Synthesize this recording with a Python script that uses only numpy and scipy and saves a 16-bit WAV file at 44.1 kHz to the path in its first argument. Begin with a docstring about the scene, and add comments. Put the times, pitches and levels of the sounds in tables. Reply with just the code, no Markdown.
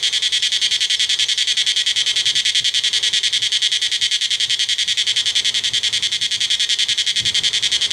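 """Up in a leafy tree a cicada sings: about ten bursts a second, most of them a dozen pulls of its two tymbals
in turn. Every pull buckles four ribs, which click and set the tymbal ringing over its air sac.
The canopy answers with echoes and a short scattered tail, for the cicada and for a twittering bird.
Underneath lie a farther cicada (throbbing noise), distant traffic, rustling leaves and puffs of wind on
the microphone (coloured noise), and a faint hum (three wavering tones)."""
import sys
import numpy as np
from scipy import signal
from scipy.fft import rfft, irfft, next_fast_len
from scipy.io import wavfile
from scipy.ndimage import map_coordinates

SR = 44100
rng = np.random.default_rng(int(sys.argv[2]) if len(sys.argv) > 2 else 0)


def to_linear_factor(level_db):
    """Convert decibel levels (scalar or array-like) to linear amplitude factors."""
    exponent = np.asarray(level_db, float) / 20
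    return 10 ** exponent


def wrap_up_sound(samples):
    """Save the sound to the file named by the first command line argument, as 16-bit audio."""
    columns = np.atleast_2d(samples).T
    # keep every value between -1 and 1, then stretch to whole-number steps
    tamed = np.clip(columns, -1, 1)
    steps = np.round(tamed * 32767).astype(np.int16)
    wavfile.write(sys.argv[1], SR, steps)


N = 349272  # length in samples


def unit(x):
    """Scales a sound to an rms of 1."""
    return x / np.sqrt(np.mean(x ** 2) + 1e-20)


def along(points, hz):
    """Reads (Hz, value) points at any frequency, along a log frequency axis."""
    f, v = np.transpose(points)
    return np.interp(np.log(hz + 1), np.log(f + 1), v)


def curves(rows):
    """Draws one value per sample for each column after the time."""
    s, *cols = np.transpose(rows)
    return [np.interp(np.arange(N) / SR, s, c) for c in cols]


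def wobble(rate):
    """A smooth random curve with rate random points a second."""
    knots = rng.standard_normal(int(N * rate / SR) + 4)
    return map_coordinates(knots, [np.arange(N) * rate / SR])


def filtered(x, response):
    """Multiplies the spectrum of x by a response, which may be complex."""
    m = next_fast_len(x.shape[-1] + SR // 2)
    spectrum = rfft(x, m) * response(np.fft.rfftfreq(m, 1 / SR))
    return irfft(spectrum, m)[..., :x.shape[-1]]


def coloured(points, channels=1):
    """Noise of rms 1 whose spectrum follows (Hz, dB) points."""
    noise = rng.standard_normal((channels, N))
    return unit(filtered(noise, lambda hz: to_linear_factor(along(points, hz))))


def causal(points, size=1024):
    """A short sound with a given spectrum and its energy as early as possible (minimum phase)."""
    cepstrum = irfft(np.log(to_linear_factor(along(points, np.fft.rfftfreq(size, 1 / SR)))), size)
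    # folding the second half onto the first leaves nothing before time zero
    cepstrum = cepstrum * np.r_[1, np.full(size // 2 - 1, 2), 1, np.zeros(size // 2 - 1)]
    return irfft(np.exp(rfft(cepstrum)), size)


def impulses(s, size, lead):
    """Band-limited impulses at times s, between samples if need be; the array starts lead samples early."""
    at = s * SR + lead
    taps = np.floor(at)[:, None] + np.arange(-7, 9)
    offset = taps - at[:, None]
    kernel = np.sinc(offset) * np.cos(offset * np.pi / 16) ** 2
    heights = (kernel * size[:, None]).ravel()
    return np.bincount(taps.astype(int).ravel(), heights, N + 2 * lead)[:N + lead]


def hum():
    """A low machine note that comes and goes: three tones locked to one slightly wavering pitch."""
    # loudness of the hum [t/s, level/dB]
    hum_level = [(0, -66), (1, -68.5), (2.8, -73), (3.6, -84), (4.4, -61.5), (4.6, -68), (5.2, -65),
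                 (5.47, -53), (6.5, -59.5), (6.75, -64), (7.92, -55.5)]
    # its tones [multiple of the pitch, level/dB on top of the loudness]
    hum_tones = [(.5, 4.5), (1, 1), (3, -5.5)]
    pitch_hz, waver_hz = 226.5, 3.02
    turn = 2 * np.pi * np.cumsum(pitch_hz + waver_hz * wobble(2.5)) / SR
    strength_db = curves(hum_level)[0]
    return sum(to_linear_factor(strength_db + db + 1.0 * wobble(8.2)) * np.sin(k * turn) for k, db in hum_tones)


def traffic():
    """Distant traffic: a broad rumble of noise, nearly alike left and right."""
    # loudness of the traffic [t/s, level/dB before the lift below]
    traffic_level = [(0, -50.5), (3.4, -53), (4.3, -54.5), (4.75, -54), (4.82, -51), (6, -51.5),
                     (6.45, -49.5), (6.7, -50.5), (7.1, -51.5), (7.92, -49)]
    # its colour [f/Hz, relative level/dB]
    traffic_colour = [(20, -20), (60, 7), (110, 8.5), (200, -0.5), (280, -2), (400, 8), (600, -1),
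                      (1000, 1.5), (1400, -1), (3000, -0.5), (9000, -6.5), (16000, -60)]
    mid, side = coloured(traffic_colour, channels=2)
    stereo = mid + 0.15 * side * np.array([[1], [-1]])
    return to_linear_factor(curves(traffic_level)[0] + 6.5 + 2.2 * wobble(4.34)) * stereo


def leaves():
    """A faint even rustle: bright noise, spread wider than the insects."""
    # colour of the rustle [f/Hz, relative level/dB]
    rustle_colour = [(2000, -13), (6000, 0), (10000, -11), (13000, -8), (15500, -12), (16000, -40)]
    mid, side = coloured(rustle_colour, channels=2)
    return to_linear_factor(-56.0 + .6 * wobble(2.6)) * (mid + 0.5 * side * np.array([[1], [-1]]))


def wind():
    """Air buffeting the two microphone ports separately: an unsteady breeze with short puffs on top."""
    # breeze [t/s, level/dB before the trim below]
    breeze = [(0, -65), (1.15, -63), (1.5, -68), (2.3, -53), (3.3, -68), (3.7, -60), (4.3, -57), (5.2, -55),
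              (5.6, -64), (6.3, -46), (6.8, -64), (7.3, -48), (7.92, -61)]
    # puffs [t/s of the peak, level/dB before the trim, length/s between points 13 dB down]
    puff_list = [(1.983, -53, 0.077), (2.283, -41, 0.07), (2.36, -41, .08), (2.625, -32.5, 0.034),
                 (2.783, -43, .07), (3.134, -46, 0.082), (3.306, -53, 0.11), (3.392, -43.5, 0.19),
                 (4.036, -54, 0.089), (4.5, -50, 0.091), (4.888, -46, 0.098), (5.16, -49, .06),
                 (5.24, -54, 0.04), (5.647, -50, 0.055), (5.734, -40, 0.047), (6.262, -46, .12),
                 (6.373, -46, .06), (6.455, -48, .05), (6.58, -47, .09), (6.904, -45, 0.044),
                 (7.26, -38, 0.19), (7.434, -39, 0.1), (7.655, -38, 0.088)]
    # colour of the buffeting [f/Hz, relative level/dB]
    buffet_colour = [(20, -25), (50, -15), (110, 11), (200, -0.5), (400, -10), (800, -23), (2000, -100)]
    t = np.arange(N) / SR
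    puffs = sum(to_linear_factor(db) * np.exp(-(2.44 * (t - s) / length) ** 2) for s, db, length in puff_list)
    strength = to_linear_factor(curves(breeze)[0] + 3.9 * wobble(13)) + puffs
    lumps = to_linear_factor(4.6 * np.array([wobble(15), wobble(21)]))  # one unsteadiness per port
    trim = to_linear_factor(-1.0)
    return trim * strength * unit(lumps * coloured(buffet_colour, channels=2))


def far_cicada():
    """A farther cicada, smeared to a buzz: noise that throbs unevenly."""
    # loudness of the buzz [t/s, level/dB before the lift below]
    far_level = [(0.0, -42.5), (7.92, -46.5)]
    # its colour [f/Hz, relative level/dB]
    far_colour = [(1000, -68), (2500, -15), (3400, 24.5), (4400, 12), (5300, -40), (6300, 15), (7200, -15),
                  (9000, 5), (12000, -49), (16000, -53)]
    throb = to_linear_factor(2.1 * wobble(200) + 0.72 * wobble(15))
    return to_linear_factor(curves(far_level)[0] + 7.5) * unit(throb * coloured(far_colour))


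def bird():
    """A far bird's twitter: short sliding whistles with a fast warble in pitch."""
    # whistles [t/s, length/s, start f/Hz, end f/Hz, level/dB before the break-up below]
    whistles = [(.095, .04, 6400, 6200, -40), (.385, .045, 5350, 5250, -38), (.48, .04, 5900, 6700, -42),
                (.575, .025, 5100, 5400, -38), (.595, .025, 6800, 5800, -37), (.77, .04, 5250, 5350, -38),
                (.775, .03, 4600, 4400, -39), (.865, .035, 6500, 6700, -39), (.955, .04, 5700, 4900, -37),
                (1.055, .03, 4700, 4300, -40), (1.155, .04, 4200, 5600, -36),
                (1.245, .045, 5700, 6900, -36), (1.335, .045, 6300, 4900, -36),
                (1.43, .035, 4900, 4200, -38), (1.53, .02, 6500, 6000, -40), (1.555, .02, 5900, 5700, -41)]
    out = np.zeros(N)
    for s, length, start_hz, end_hz, db in whistles:
        u = np.arange(round(length * SR)) / (length * SR)  # 0 to 1 through the note
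        warble_hz = 120 * np.sin(2 * np.pi * 130 * u * length)
        hz = start_hz + (end_hz - start_hz) * u + warble_hz
        tone = np.sin(2 * np.pi * np.cumsum(hz) / SR)
        out[round(s * SR):][:len(u)] += to_linear_factor(db) * np.sin(np.pi * u) ** .5 * tone
    return out * to_linear_factor(3 * wobble(150) + 1.5)  # leaves break the notes up


def pulls():
    """The cicada's muscles: time and level of every pull, and whether its tymbal faces away."""
    # bursts of song [t/s, number of pulls, basic first gap/ms, which tymbal leads: +1 or -1]
    bursts = [(-.0716, 13, 5, 1), (.0275, 14, 5.44, -1), (.1273, 13, 5.31, -1), (.2218, 14, 4.72, 1),
              (.3221, 14, 5.03, 1), (.423, 13, 4.77, 1), (.5188, 13, 5.5, -1), (.6152, 13, 4.59, 1),
              (.7105, 13, 5.27, -1), (.8066, 12, 4.91, 1), (.8986, 13, 4.77, 1), (.9951, 13, 5.41, -1),
              (1.0922, 13, 5.1, 1), (1.1888, 13, 5.77, -1), (1.2845, 12, 4.75, 1), (1.3761, 13, 4.73, 1),
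              (1.4719, 13, 5.28, 1), (1.569, 13, 4.5, 1), (1.6647, 13, 5.77, -1), (1.761, 14, 5.29, 1),
              (1.8621, 13, 4.93, 1), (1.9605, 14, 5.84, -1), (2.0618, 13, 5.41, -1), (2.1588, 13, 5.16, 1),
              (2.256, 13, 5.84, -1), (2.3529, 13, 5.11, 1), (2.4504, 13, 5.84, -1), (2.5479, 12, 5.66, 1),
              (2.6434, 12, 5.18, 1), (2.7399, 13, 5.75, 1), (2.8367, 12, 5.64, -1), (2.9302, 13, 5.53, -1),
              (3.0282, 14, 5.01, 1), (3.13, 14, 4.87, 1), (3.2318, 12, 4.96, 1), (3.327, 12, 5.72, 1),
              (3.4196, 13, 5.54, 1), (3.5191, 13, 6.01, -1), (3.6185, 13, 5.41, 1), (3.7169, 13, 5.35, -1),
              (3.8164, 13, 5.54, 1), (3.9159, 12, 5.3, -1), (4.0127, 13, 6.21, -1), (4.1116, 13, 5.28, 1),
              (4.2106, 12, 6.22, -1), (4.3052, 12, 5.33, 1), (4.3997, 12, 5.92, -1), (4.497, 12, 6.84, -1),
              (4.5927, 12, 5.9, -1), (4.688, 12, 5.95, -1), (4.7824, 12, 6.17, -1), (4.8779, 12, 5.74, -1),
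              (4.9727, 12, 6.37, -1), (5.0675, 12, 5.95, -1), (5.1615, 12, 5.94, -1),
              (5.2578, 12, 6.08, -1), (5.3527, 12, 5.79, -1), (5.447, 12, 6.37, -1), (5.5426, 12, 6.05, -1),
              (5.6376, 12, 5.9, 1), (5.7346, 12, 6.06, -1), (5.832, 12, 6.6, -1), (5.9278, 12, 5.97, -1),
              (6.0243, 11, 5.92, -1), (6.1167, 12, 5.81, 1), (6.2125, 12, 6.03, 1), (6.3099, 12, 5.93, 1),
              (6.405, 12, 6.28, 1), (6.5013, 12, 5.68, 1), (6.5963, 12, 5.79, 1), (6.6909, 12, 6.19, 1),
              (6.7874, 12, 5.48, -1), (6.8848, 11, 6.01, 1), (6.977, 10, 6.11, 1), (7.0651, 11, 6.73, -1),
              (7.1588, 11, 5.75, 1), (7.2516, 11, 6.43, -1), (7.3448, 11, 5.99, 1), (7.4352, 12, 5.91, -1),
              (7.531, 12, 6.98, -1), (7.6256, 11, 7.03, -1), (7.7166, 12, 5.68, 1), (7.8105, 12, 6.18, 1),
              (7.9062, 3, 5.42, 1)]
    # singing effort [t/s, level/dB]
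    effort = [(0, -16), (.7, -15), (1.8, -15.5), (3.1, -15), (4.3, -15.5), (5.8, -15.5), (6.2, -16.5),
              (6.6, -15), (7.92, -15.4)]
    # gap between pulls, its growth per second as the muscles tire, unevenness of the two tymbals
    base_gap_ms, tiring_ms_per_s, lag_ms = 4.345, .019, .295
    # first pull, rise through the middle, last pull and its scatter, scatter from burst to burst
    first_db, swell_db, last_db, falter_db, burst_scatter_db = -1.5, 0.03, -2.5, 0.3, 0.45
    times, levels, away = [], [], []
    for s, count, first_ms, leader in bursts:
        k = np.arange(round(count) - 1)
        u = k / k[-1]  # 0 to 1 from the second pull to the last
        chance = rng.standard_normal((16, 3))[:len(k) + 1]
        hurry = 1.34 * u * (1 - u)  # ms; the pulls slow down through the burst
        gap_ms = base_gap_ms + tiring_ms_per_s * s
        later_ms = first_ms + k * gap_ms + leader * lag_ms * (k % 2) - hurry + .025 * chance[1:, 0]
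        ms = np.r_[0, later_ms]
        swell = np.r_[first_db, -swell_db * (1 - u[:-1]), last_db + falter_db * chance[1, 2]]
        db = np.interp(s, *np.transpose(effort)) + burst_scatter_db * chance[0, 2]
        away.append(leader * (-1) ** np.arange(len(ms)) > 0)  # the tymbals take turns
        times.append(s + ms / 1000)
        levels.append(db + swell + .5 * chance[:, 1])
    return np.concatenate(times), np.concatenate(levels), np.concatenate(away)


def cicada(lead):
    """Each rib snaps with a bright click and leaves the tymbal ringing; the air sac radiates the ring."""
    # ribs of one pull [mean time after the pull/ms, scatter/ms]
    rib_times = [(0, .035), (.6, .025), (1.09, .008), (1.61, .035)]
    # what each rib gives, before the mix below [click level/dB, ring f/Hz, ring level/dB, ring fade/(dB/ms)]
    rib_sounds = [(4, 3100, -47, 20), (-3.5, 3040, -2, 27), (2.5, 3259, -1, 2), (0, 5000, -26, -0.5)]
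    # colour of a click [f/Hz, level/dB]
    click_colour = [(300, -95.5), (1250, -16.5), (1700, -11.5), (2400, 7.5), (3000, 1), (3700, -3),
                    (4500, 4), (5500, -1.5), (6500, -0.5), (8500, -7), (10000, -16), (12000, -30),
                    (14000, -41), (16000, -42)]
    # air sac, a broad resonance passed twice [f/Hz, width/Hz, level/dB of one pass]
    air_sac = [(3040, 3520, 1.5)]
    far_tymbal_db = -2  # the body shades the clicks of the tymbal that faces away
    s, db, away = pulls()
    ms, scatter = np.transpose(rib_times)
    click_db, hz, ring_db, fade = np.transpose(rib_sounds)
    chance = rng.standard_normal((len(s), len(rib_sounds), 4))
    at = s[:, None] + (ms + scatter * chance[..., 0]) / 1000

    click_level = (db + far_tymbal_db * away)[:, None] + click_db + chance[..., 1]
    clicks = impulses(at.ravel(), to_linear_factor(click_level).ravel(), lead)
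    snap = signal.fftconvolve(clicks, causal(click_colour))[:len(clicks)]

    first = np.ceil(at * SR)[..., None] + np.arange(320)  # the samples of each ring
    t = (first / SR - at[..., None]) * 1000  # ms since the snap
    pitch = (hz * (1 + .006 * chance[..., 3]))[..., None] / 1000  # cycles per ms, once settled
    cycles = pitch * (t + .14 * .3 * (1 - np.exp(-t / .3)))  # starts 14 % sharp and settles
    start_db = (db[:, None] + ring_db + .6 * chance[..., 2])[..., None]
    ring_level = start_db - fade[:, None] * t - 1.3 * t ** 2  # damped harder as the plate relaxes
    ring = to_linear_factor(ring_level) * np.sin(2 * np.pi * cycles)
    ring = np.bincount((first + lead).astype(int).ravel(), ring.ravel(), N + 2 * lead)[:N + lead]

    def sac_response(f):
        return sum(to_linear_factor(g) * 1j * f * w / (c * c - f * f + 1j * f * w) for c, w, g in air_sac) ** 2

    # minus: the plate jumps inward, then swings back
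    return to_linear_factor(5) * filtered(ring, sac_response) - to_linear_factor(14.5) * snap


def canopy(x):
    """Limbs and twigs send single echoes; the leaves scatter a tail that shifts as they move."""
    # limbs and trunks [delay/ms, level/dB]
    limb_echoes = [(4.1, -75), (9.3, -29), (14, -27), (23, -26)]
    # thin twigs, which return only treble [delay/ms, level/dB before the treble filter]
    twig_echoes = [(1.7, -37), (2.3, -11), (3.1, -16.5), (3.7, -31)]
    # how long the leaf tail takes to fall by 60 dB [f/Hz, time/s]
    tail_times = [(1500, 0.25), (3300, 0.23), (6000, 0.26), (10000, 0.16)]
    limbs = sum(to_linear_factor(db) * np.roll(x, round(ms * SR / 1000)) for ms, db in limb_echoes)
    twigs = sum(to_linear_factor(db) * np.roll(x, round(ms * SR / 1000)) for ms, db in twig_echoes)
    twigs = filtered(twigs, lambda f: (1j * f / (1j * f + 6000)) ** 3)
    hop = SR // 10  # a new random tail every tenth of a second, cross-faded
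    fade = np.sqrt(signal.get_window("hann", 2 * hop))
    leaf_tail = np.zeros(len(x) + SR)
    for i in range(0, len(x), hop):
        hz, t, z = signal.stft(rng.standard_normal(SR // 2), SR, nperseg=256)
        decay = to_linear_factor(-60 * t / along(tail_times, hz)[:, None])
        tail = signal.istft(z * decay, SR, nperseg=256)[1][:SR // 2]
        piece = x[i:i + 2 * hop]
        part = signal.fftconvolve(piece * fade[:len(piece)], tail / np.linalg.norm(tail))
        leaf_tail[i:i + len(part)] += part
    return limbs + twigs + to_linear_factor(-9.5) * leaf_tail[:len(x)]


def scene():
    """Adds all sources; both cicadas and the bird stand in the middle."""
    lead = SR // 4  # the song starts early, so its echoes are already there at time zero
    song = cicada(lead) + np.pad(bird(), (lead, 0))
    near, wet = song[lead:], canopy(song)[lead:]
    # the treble of the canopy's answer differs left to right
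    spread = to_linear_factor(-32) * np.diff(np.roll(wet, 300), prepend=0) * np.array([[1], [-1]])
    background = far_cicada() + traffic() + leaves() + hum() + wind()
    return near + wet + spread + background


def top_cut(x):
    """Nothing passes above the cut-off."""
    return signal.sosfilt(signal.butter(12, 16460, fs=SR, output="sos"), x)


def record(dry):
    """Cuts everything above about 15.75 kHz with a very steep filter."""
    limited = filtered(dry, lambda hz: 1 / (1 + (hz / 15750) ** 90))
    return top_cut(limited)


dry = scene()
out = record(dry)
wrap_up_sound(out)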